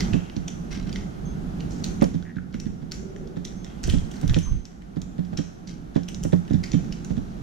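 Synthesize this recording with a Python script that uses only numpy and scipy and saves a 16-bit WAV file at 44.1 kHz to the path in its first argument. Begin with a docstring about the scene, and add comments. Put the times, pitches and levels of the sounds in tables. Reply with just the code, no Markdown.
"""Sparrows at a steel seed tray.

Birds feed on a glazed balcony, close to a small camera on the same shelf. Beak and claw ticks are grainy
noise through short resonances, echoed by a decaying noise tail. Hops boom as shelf modes and knock as noise;
wings puff air as short pressure swings. The rim sings in sines, one bird churrs in sine pulses, and
coloured noise makes the scuffs, the town hum and a passing drone."""
import sys
import numpy as np
from scipy import signal
from scipy.fft import rfft, irfft, next_fast_len
from scipy.io import wavfile
from scipy.ndimage import uniform_filter1d, map_coordinates

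SR = 44100
rng = np.random.default_rng(int(sys.argv[2]) if len(sys.argv) > 2 else 0)


def materialize(psi):
    """Save the field psi as 16-bit PCM at rate SR to the path in sys.argv[1].

    A 1-D psi becomes a single channel; in a 2-D psi each row is a channel.
    """
    bounded = np.clip(np.atleast_2d(psi).T, -1, 1)
    quanta = np.round(bounded * 32767).astype(np.int16)
    wavfile.write(sys.argv[1], SR, quanta)


N = 327222
TIME_S = np.arange(N) / SR
SHORT_S = TIME_S[:SR]

# Clear ticks on the steel: beak strikes, plus the low knock of the landing at 4.36 s and a # claw of the
# landing near 5.96 s. Each row: time in seconds, level before panning in dB, # main resonance in Hz, second
# resonance in Hz, second against main in dB, crisp top in dB.
CLEAR_STRIKES = [(0.0014, -24, 2020, 4540, 2, -23.5), (0.1335, -29.5, 1660, 2640, 6, -32),
                 (0.298, -38.5, 2900, 2090, -8, -27), (0.3645, -38.5, 5950, 4400, 2, -25),
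                 (0.4804, -29.5, 3300, 6140, 5.5, -21), (0.9273, -34, 4600, 3220, -7, -20),
                 (0.9582, -30.5, 2020, 3200, -5, -26), (1.605, -39.5, 2860, 4530, -6, -28),
                 (1.8417, -27.5, 4330, 6300, -4, -22), (2.012, -34, 1890, 6300, -2, -34),
                 (2.0248, -36.5, 1440, 1950, 8, 11), (2.0415, -32, 5700, 2300, -4, -26),
                 (2.225, -45, 1520, 3230, -2, -38), (2.542, -38.5, 1440, 2190, -2, -23),
                 (2.6, -33, 5850, 4400, -10, -18.5), (2.9181, -29, 4650, 6160, -13, -21),
                 (3.162, -43, 1820, 3050, -8, -30), (3.4503, -30, 3770, 5700, 4, -20),
                 (3.645, -39, 5600, 3540, -4, -23), (3.8322, -41, 6400, 7300, -3, -14),
                 (3.8382, -29, 5940, 4370, -13, -24), (3.8737, -38, 6000, 3180, -4, -11),
                 (3.897, -26, 3130, 3640, -11, -21), (3.905, -38, 3500, 4300, -1, -23),
                 (3.9835, -42, 3200, 5000, -10, -25), (4.114, -42, 3080, 5990, -1, -15),
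                 (4.213, -40.5, 5850, 3210, -10, -5), (4.2776, -35, 5700, 3550, -2, -15),
                 (4.2955, -31.5, 1710, 3200, -3, -25), (4.3433, -23, 3230, 2670, -6, -32),
                 (4.364, -45, 630, 426, -9, -33), (4.387, -34.5, 5700, 3150, 0, -11),
                 (4.653, -39, 5570, 3800, -12, -25), (5.017, -37, 6000, 4370, -10, -18),
                 (5.3731, -29.5, 5650, 3900, -11, -28), (5.673, -42, 4700, 5930, -9, -30),
                 (5.9645, -41, 1605, 3150, -4, -48), (6.033, -43, 5760, 4030, -3, -21),
                 (6.0859, -32.5, 2940, 5700, -4.5, -17), (6.1445, -35, 5450, 3800, -2, -25),
                 (6.2354, -31, 6040, 3020, -10, -10), (6.534, -43, 3120, 5400, 15, -18),
                 (6.6373, -31, 4730, 2150, -0.5, -23), (6.717, -32, 5730, 4530, -8, -33),
                 (6.7327, -37.5, 3140, 2300, -5, -34), (6.9241, -34, 4880, 3020, -2, -23),
                 (7.0465, -37, 5900, 4040, -17, -19)]
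# Hops on the shelf. Each row: time in seconds, boom in dB and knock in dB before the port gains.
SHELF_HOPS = [(0.137, -16.5, -25.5), (0.364, -24, -35), (1.59, -50, -48), (2.019, -14, -14.5),
              (2.145, -22, -35), (2.364, -26, -49), (2.545, -25.5, -41), (2.662, -22.5, -39),
              (2.823, -31, -38), (3.366, -25.5, -29), (3.878, -24.5, -28), (3.935, -15.5, -27),
              (4.23, -20.5, -27), (4.363, -16.5, -19.5), (4.966, -25.5, -30.5), (5.187, -22, -30.5),
              (5.329, -30, -32), (5.385, -23, -29), (5.959, -17.5, -19.5), (6.249, -24, -24),
              (6.328, -13.5, -16.5), (6.506, -19.5, -30), (6.538, -16, -33.5), (6.737, -15.5, -30),
              (7.104, -22.5, -29.5), (7.173, -21, -33)]
# Shelf modes. Each row: frequency in Hz, mean level in dB, t60 in seconds.
SHELF_MODES = [(88, -16, 0.3), (160.2, -12, 0.23), (176.75, -8, 0.25), (214.7, 9.5, 0.036),
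               (275.4, -10, 0.11)]
# Claws sliding on the tray rim. Each row: start in seconds, ring level in dB, pitch in Hz,
# slide length in seconds, t60 of the free ring in seconds, low mode against main in dB.
RIM_SLIDES = [(1.253, -52, 6325, .045, .25, -12), (3.56, -60, 6290, .1, .4, -14),
              (4.425, -42.5, 6267, .028, .52, -22)]
# Tray modes before seed damping. Each row: frequency in Hz, mean level in dB, t60 in seconds.
TRAY_MODES = [(1565, -7, 0.19), (2110, 1.5, 0.023), (2890, -18.5, 0.12), (3220, -1, 0.045),
              (3990, -8.5, 0.088), (4700, -6.5, 0.018), (5910, 4, 0.033)]
# Notes of the churr. Each row: start in seconds, length in seconds, pulses per second, mean pitch in Hz,
# level before the throat filter in dB.
CHURR_NOTES = [(2.255, .058, 156, 1790, -43.5), (2.365, .004, 225, 1600, -39),
               (2.383, .006, 304, 1480, -34)]
# Background level. 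Each row: time in seconds, gain in dB.
TOWN_LEVEL = [(0.0, -25), (0.29, -34.5), (1.07, -34), (1.92, -31), (2.35, -41.5), (3.22, -38),
              (3.37, -38.5), (4.15, -33), (4.4, -39.5), (4.59, -42.5), (4.75, -42), (5.33, -37.5),
              (5.68, -40), (6.72, -34), (7.03, -36), (7.42, -35.5)]
# Noise spectra, relative. Each row: frequency in Hz, density in dB per Hz.
HUM_SPECTRUM = [(20, -9), (50, 2), (80, -8), (120, -6), (155, -1), (180, 3), (215, -2.5), (280, -8.5),
                (400, -18.5), (700, -35.5), (2000, -75.5)]
TRAFFIC_SPECTRUM = [(100, -37), (330, 5), (540, -7.5), (760, -3), (1000, -13), (1400, -10), (2300, -24.5),
                    (9000, -56.5)]
RUSTLE_SPECTRUM = [(800, -5), (2000, 3), (3300, 4), (4600, 1), (6400, 1), (8300, -8), (13000, -10),
                   (16000, -53)]
# Colour of the balcony tail. Each row: frequency in Hz, density in dB per Hz.
ECHO_SPECTRUM = [(100, -29), (1500, 1.5), (3000, -2.5), (4500, -8), (6000, 1.5), (7500, 0), (9000, -2.5),
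                 (15000, -15.5)]
# Thud and clatter of the tray under a landing, relative. Each row: frequency in Hz, density in dB per Hz.
THUD_SPECTRUM = [(150, -26.5), (290, 9), (420, 3.5), (700, -5), (1050, -13.5), (1700, -10.5), (3000, -20),
                 (7500, -29.5), (12000, -63)]
# Feet and feathers scuffing over seeds and steel. Each row: start in seconds, level in dB, centre in Hz,
# loss in dB per octave off centre (up to two octaves), fade time constant in seconds.
SCUFF_EVENTS = [(0.0, -43.5, 3500, 10, 0.052), (0.142, -52.5, 2720, 39, 0.2), (0.705, -41, 3000, 2, 0.087),
                (0.862, -48, 4900, 0.5, 0.1), (1.70, -49, 6700, 14, 0.093), (3.656, -56, 2530, 15, 0.099),
                (3.83, -44, 7300, 6, 0.043), (3.901, -46.5, 3300, 27, 0.061), (4.132, -51, 1950, -3, 0.24),
                (4.455, -50, 1030, 39, 0.02), (5.365, -42.5, 4000, 1.5, 0.055),
                (5.672, -48.5, 5400, 6, 0.048), (6.649, -56.5, 4230, 1.5, 0.93)]
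# Short flutters. Each row: strongest downstroke in seconds, puff level before panning in dB,
# time to fall to 1/e on either side in seconds.
WING_FLUTTERS = [(0.129, -27.5, 0.023), (3.939, -20, 0.084), (4.313, -17.5, 0.043), (4.524, -23.5, 0.065)]
# Claws scrabbling among the seeds. Each row: start in seconds, length in seconds, ceiling of the ticks in dB.
CLAW_SCRABBLES = [(3.842, .12, -43.5), (4.131, .27, -45.5), (6.45, .025, -35.5)]
# Filter curves. Each row: frequency in Hz, gain in dB.
PECK_TONE = [(400, -8.5), (1000, -11.0), (1900, -1.5), (4500, -1), (6900, -1.5)]
SCUFF_TONE = [(400, -30), (1100, 9.0), (6800, 4), (8600, -7.5), (15000, -20)]
KNOCK_TONE = [(100, -12.0), (280, 3.0), (560, -5.5), (950, -20.0), (1800, -28.5), (4000, -71.0)]
LEFT_PORT_TONE = [(80, 5.0), (170, -52.0), (300, -37), (600, 6)]
FEATHER_TONE = [(30, 6.0), (130, 4.5), (300, -17.5), (700, -38.0), (3000, -45.0), (12000, -65.0)]
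THROAT_TONE = [(1000, -19), (1450, -6), (2100, -2), (3200, 1), (6000, -37)]
DRONE_TONE = [(250, -40), (380, 9.0), (440, -7.0), (590, -7.0), (720, -31), (1500, -69)]

HUM_DB, TRAFFIC_DB, RUSTLE_DB = 1.5, -10, -24.5  # shares of the background, before drift and panning
# strike: crack against main resonance, resonance Q, share of the resonances in the echo
CRACK_DB, STRIKE_Q, RESONANCE_ECHO_DB = -4.5, 7.5, -12
TRAY_RING_DB, TRAY_DAMPING_S = -13.5, 0.018  # the seeds soon damp the tray
SOFT_TOP_DB = -21.5  # crisp top of nibbles and claws
PORT_LAG_S = 0.00002  # ticks reach the left port first
# faint husking; scrabbling shares the pitch range
NIBBLES_PER_S, NIBBLE_DB, NIBBLE_LOW_HZ, NIBBLE_HIGH_HZ = 2.4, -52, 1550, 6370
SCRABBLE_PER_S, SCRABBLE_RANGE_DB = 70, 21
# both feet around each landing: first foot's lead, second foot's lag, level against the boom, pitch
CLAW_LEAD_S, CLAW_LAG_S, CLAW_DB, CLAW_HZ = 0.0053, 0.006, -27, 1720
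THUD_DB, THUD_FADE_S, THUD_LAG_S = -11, 0.0075, 0.00194  # level against the knock
BALCONY_T60_S, BALCONY_DB = 0.6, 2
WINGBEAT_HZ, NOMINAL_PUFF_HZ = 23.8, 54.6
RIM_LOW_HZ, RIM_WAVER_RAD, RIM_CHATTER_DB = 3365, 0.8, 3
TOP_HZ = 15800


def undb(db):
    """Decibels to gain."""
    return 10 ** (np.asarray(db) / 20)


def unit(x):
    """Scale to rms 1."""
    return x / np.sqrt(np.mean(x ** 2))


def crest(x, size):
    """Largest rms over any stretch of size samples."""
    return np.sqrt(uniform_filter1d(x ** 2, size, mode="constant").max())


def pan(db):
    """Left and right gains for a left-to-right level difference."""
    return undb(np.array([[db], [-db]]) / 2)


def add(out, start_s, x):
    """Mix x into out from start_s on."""
    i = max(int(start_s * SR), 0)
    out[..., i:i + x.shape[-1]] += x[..., :max(N - i, 0)]


def colour(x, points):
    """Causal minimum-phase filter through (Hz, dB) points."""
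    size = next_fast_len(x.shape[-1] + 2048, True)
    hz, db = np.transpose(points)
    bins_hz = np.fft.rfftfreq(size, 1 / SR)
    gain = undb(np.interp(np.log(bins_hz + 1), np.log(hz), db))
    # fold the cepstrum onto positive time
    cepstrum = irfft(np.log(gain), size)
    cepstrum[1:size // 2] *= 2
    cepstrum[size // 2 + 1:] = 0
    response = np.exp(rfft(cepstrum))
    return irfft(rfft(x, size) * response, size)[..., :x.shape[-1]]


def walk(steps_per_s):
    """Smoothed random drift of about unit rms."""
    size = int(SR / steps_per_s)
    steps = np.repeat(rng.standard_normal(N // size + 1), size)
    smooth = uniform_filter1d(uniform_filter1d(steps, size), size)
    return unit(smooth[:N])


def pair(correlation, size):
    """Left and right noise with a given correlation."""
    mid, side = rng.standard_normal((2, size))
    c = np.clip(correlation, -1, 1)
    return (np.sqrt(1 + c) * mid + np.sqrt(1 - c) * side * np.array([[1], [-1]])) / np.sqrt(2)


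def ring(modes, scatter_db, detune, waver_rad=0, size=SR):
    """Decaying modes; each blow shares its energy differently, and a moving contact makes them waver."""
    hz, db, t60_s = np.transpose(modes)[:, :, None]
    t = SHORT_S[:size]
    share, shift = rng.standard_normal((2, len(modes), 1))
    drift = waver_rad * np.array([walk(90)[:size] for _ in modes]) if waver_rad else 0
    waves = np.sin(2 * np.pi * hz * (1 + detune * shift) * t + drift)
    decay = np.exp(-np.log(1000) * t / t60_s)
    return np.sum(undb(db + scatter_db * share) * waves * decay, axis=0)


def town():
    """Low hum caught in the balcony, traffic beyond, and a rustle of husks; all rise and fall together."""
    level_db = np.interp(TIME_S, *np.transpose(TOWN_LEVEL))
    hum = unit(colour(pair(0.66, N), HUM_SPECTRUM)) * undb(HUM_DB + 2.2 * walk(10)) * pan(-5.0)
    traffic = unit(colour(pair(-0.49, N), TRAFFIC_SPECTRUM))
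    traffic = traffic * undb(TRAFFIC_DB + 0.11 * walk(4.7)) * pan(-0.41)
    crackle = (rng.random(N) < 60 / SR) * rng.standard_normal(N)  # about 60 clicks per s
    hiss = pair(0.24, N) + undb(-29.0) * unit(crackle)
    rustle = unit(colour(hiss, RUSTLE_SPECTRUM)) * undb(RUSTLE_DB)
    return (hum + traffic + rustle) * undb(level_db)


def scuffs():
    """Dense little slips that fade away and keep the tray humming in faint, broken bands."""
    out = np.zeros((2, N))
    for start_s, db, hz, loss_db, fade_s in SCUFF_EVENTS:
        tray = ring(TRAY_MODES, scatter_db=-2, detune=0.0091, waver_rad=0.89)
        tray /= np.linalg.norm(tray)
        grain = undb(3.3 * walk(500)[:SR])
        envelope = (1 - np.exp(-SHORT_S / 0.0063)) * np.exp(-SHORT_S / fade_s)
        slips = pair(0.53, SR) * grain * envelope
        slips = slips + undb(-7.5) * signal.fftconvolve(slips, tray[None], axes=1)[:, :SR]
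        slips = colour(slips, [(hz / 4, -2 * loss_db), (hz, 0), (hz * 4, -2 * loss_db)])
        slips = colour(slips, SCUFF_TONE)
        add(out, start_s, slips / crest(slips[0], size=1024) * undb(db))
    return out


def strikes():
    """Every tick on the steel: clear strikes, the claws of each hop, scrabbling, and random faint nibbles."""
    claws = [(s + offset_s, db + CLAW_DB, CLAW_HZ, 2 * CLAW_HZ, 0, SOFT_TOP_DB)
             for s, db, _ in SHELF_HOPS for offset_s in (-CLAW_LEAD_S, CLAW_LAG_S)]
    small = [((k + rng.random()) / NIBBLES_PER_S, NIBBLE_DB) for k in range(int(NIBBLES_PER_S * N / SR))]
    small += [(s + (k + rng.random()) / SCRABBLE_PER_S, db - SCRABBLE_RANGE_DB * rng.random())
              for s, length_s, db in CLAW_SCRABBLES for k in range(round(length_s * SCRABBLE_PER_S))]
    spots_hz = NIBBLE_LOW_HZ * (NIBBLE_HIGH_HZ / NIBBLE_LOW_HZ) ** rng.random((len(small), 2))
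    soft = [(s, db, *spot_hz, 0, SOFT_TOP_DB) for (s, db), spot_hz in zip(small, spots_hz)]
    return list(CLEAR_STRIKES) + claws + soft


def resonate(x, hz):
    """Short resonance, scaled to the same peak rms at any pitch."""
    y = signal.lfilter(*signal.iirpeak(hz, STRIKE_Q, fs=SR), x)
    return y / crest(y.mean(0), size=64)


def pecks():
    """Graze, crack, brief tray ring and settling husks; returns the near sound and what reaches the walls."""
    near, spread, t = np.zeros((2, N)), np.zeros((2, N)), SHORT_S[:SR // 12]
    lead_s = SHORT_S[220]
    # a light graze comes just ahead of the main contact
    contact = np.where(t < lead_s, undb(-21.0), np.exp(-np.abs(t - lead_s) / 0.0017))
    settling = undb(-20.5) * np.exp(-t / 0.042) * (t > lead_s)
    for start_s, db, hz, second_hz, second_db, top_db in strikes():
        # the husk gives way in tiny uneven steps
        steps = np.repeat(rng.exponential(size=len(t)), repeats=16)[:len(t)]
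        grain = undb(4.23 * steps.clip(max=4))
        tick = pair(0.78, len(t)) * grain * (contact + settling)
        tick = colour(tick, PECK_TONE + [(8500, top_db + 10.5), (14000, top_db + 4)])
        crack = undb(CRACK_DB) * tick / crest(tick.mean(0), size=64)
        # each spot on the steel brings out its own pair of resonances
        tones = resonate(tick, hz) + undb(second_db) * resonate(tick, second_hz)
        modes = ring(TRAY_MODES, scatter_db=4, detune=0.015, size=len(t)) * np.exp(-t / TRAY_DAMPING_S)
        steel = signal.fftconvolve(tick, modes[None], axes=1)[:, :len(t)]
        tones = tones + undb(TRAY_RING_DB) * steel / crest(steel.mean(0), size=64)
        gain = undb(db) / crest((crack + tones).mean(0), size=64)
        add(near, start_s + 0.0005 - lead_s, gain * (crack + tones))
        to_walls = undb(2.0) * crack + undb(RESONANCE_ECHO_DB) * tones
        add(spread, start_s + 0.0006 - lead_s, gain * to_walls)
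    near[1] = map_coordinates(near[1], [(TIME_S - PORT_LAG_S) * SR], order=3)
    return near * pan(-1.7), spread * pan(-0.16)


def balcony(x):
    """An early bounce off the glass, then the decaying tail between the hard walls."""
    decay = np.exp(-np.log(1000) * SHORT_S / BALCONY_T60_S)
    tail = rng.standard_normal((2, SR)) * decay * (1 - np.exp(-SHORT_S / 0.00082))
    response = colour(unit(tail), ECHO_SPECTRUM) / np.sqrt(SR) * undb(BALCONY_DB)
    response[:, int(0.0063 * SR)] += 0.28
    return signal.fftconvolve(x, response, axes=1)[:, :N]


def wings():
    """Each downstroke swings the pressure at the ports, with a swish of feathers; beats swell and die away."""
    puffs, swish = np.zeros(N), np.zeros(N)
    beats_s = np.arange(-2, 4) / WINGBEAT_HZ
    for strongest_s, db, spread_s in WING_FLUTTERS:
        gains = undb(db) * np.exp(-(beats_s / spread_s) ** 2)
        for beat_s, gain in zip(strongest_s + beats_s, gains):
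            # no two strokes are equally quick
            puff_hz = NOMINAL_PUFF_HZ * np.exp(0.65 * rng.uniform(-0.83, 1))
            turn = (TIME_S - beat_s) * puff_hz
            near = np.abs(turn) < 2
            puffs[near] -= gain * np.exp(-(turn[near] / 0.5) ** 2) * np.cos(2 * np.pi * turn[near])
            swish[near] += gain * np.exp(-((TIME_S[near] - beat_s) / 0.025) ** 2)
    feathers = unit(colour(pair(0.08, N), FEATHER_TONE))
    return puffs * pan(-22.0) + feathers * swish * undb(-1.0) * pan(-6.0)


def hops():
    """Feet push the shelf, which booms through the camera mount and knocks in the air."""
    boom, knock, thuds = np.zeros(N), np.zeros((2, N)), np.zeros((2, N))
    landing = 1 - np.exp(-(SHORT_S / 0.007) ** 2)  # the legs take the weight gradually
    t = SHORT_S[:SR // 4]
    for start_s, boom_db, knock_db in SHELF_HOPS:
        body = ring(SHELF_MODES, scatter_db=2.5, detune=0.02) * landing
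        add(boom, start_s, body / crest(body, size=256) * undb(boom_db))
        # the shelf rocks the camera, so the two ports move against each other
        tap = colour(pair(-0.82, len(t)) * np.exp(-t / 0.018), KNOCK_TONE)
        add(knock, start_s, tap / crest(tap[0], size=256) * undb(knock_db))
        thud = colour(pair(0.29, len(t)) * np.exp(-t / THUD_FADE_S), THUD_SPECTRUM)
        add(thuds, start_s + THUD_LAG_S, thud / crest(thud[0], size=256) * undb(knock_db + THUD_DB))
    # the right port is the more firmly coupled to the shelf
    left = colour(boom, LEFT_PORT_TONE)
    sway = np.imag(signal.hilbert(boom))  # boom shifted a quarter cycle
    return np.array([left + 0.47 * sway, boom * undb(5.5)]) + (knock + thuds) * pan(-4.4)


def rim():
    """A sliding claw makes the rim sing, wavering and chattering; let go, the tone steadies as it decays."""
    out = np.zeros((2, N))
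    for start_s, db, hz, slide_s, t60_s, low_db in RIM_SLIDES:
        sliding = np.exp(-(SHORT_S / slide_s / 2) ** 2)
        bend = RIM_WAVER_RAD * sliding * walk(400)[:SR]
        song = np.sin(2 * np.pi * hz * SHORT_S + bend)
        song += undb(low_db) * np.sin(2 * np.pi * RIM_LOW_HZ * SHORT_S + bend)
        decay = np.exp(-np.log(1000) * np.maximum(SHORT_S - slide_s, 0) / t60_s)
        level = undb(db) * (1 - np.exp(-SHORT_S / 0.003)) * decay
        for port in out:
            chatter = undb(RIM_CHATTER_DB * sliding * walk(200)[:SR])
            add(port, start_s, song * level * chatter)
    return out


def churr():
    """A dry rattle of uneven throat pulses, then two lower, very short bursts, the last the loudest."""
    out, t = np.zeros(N), SHORT_S[:SR // 10]
    for start_s, length_s, pulses_per_s, hz, db in CHURR_NOTES:
        note = np.zeros(N)
        for pulse_s in np.arange(0, length_s, 1 / pulses_per_s):
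            late, sharp, force = rng.standard_normal(3)
            pulse = np.sin(2 * np.pi * hz * (1 + 0.018 * sharp) * t)
            pulse *= (1 - np.exp(-t / 0.00032)) * np.exp(-t / 0.002)
            add(note, start_s + pulse_s + 0.22 * late / pulses_per_s, undb(2 * force) * pulse)
        out += note / crest(note, size=256) * undb(db)
    out = colour(out, THROAT_TONE)  # the throat dulls the rasp
    return np.array([out, out])


def drone():
    """A faint, far-off drone of narrow noise swells out of the town noise for a moment."""
    swell = np.exp(-((TIME_S - 3.2) / 0.29) ** 2)
    return unit(colour(pair(0.21, N), DRONE_TONE)) * swell * undb(-43.0)


def scene():
    """The birds and their echo over the town."""
    around = town() + scuffs() + wings() + hops() + rim() + drone()
    ticks, spread = pecks()
    call = churr()
    return around + ticks + call + balcony(spread + undb(-8) * call)


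def record(dry):
    """The camera cuts the top with a steep elliptic low-pass."""
    return signal.sosfilt(signal.ellip(10, 0.2, 80, TOP_HZ, fs=SR, output="sos"), dry)


dry = scene()
out = record(dry)
materialize(out)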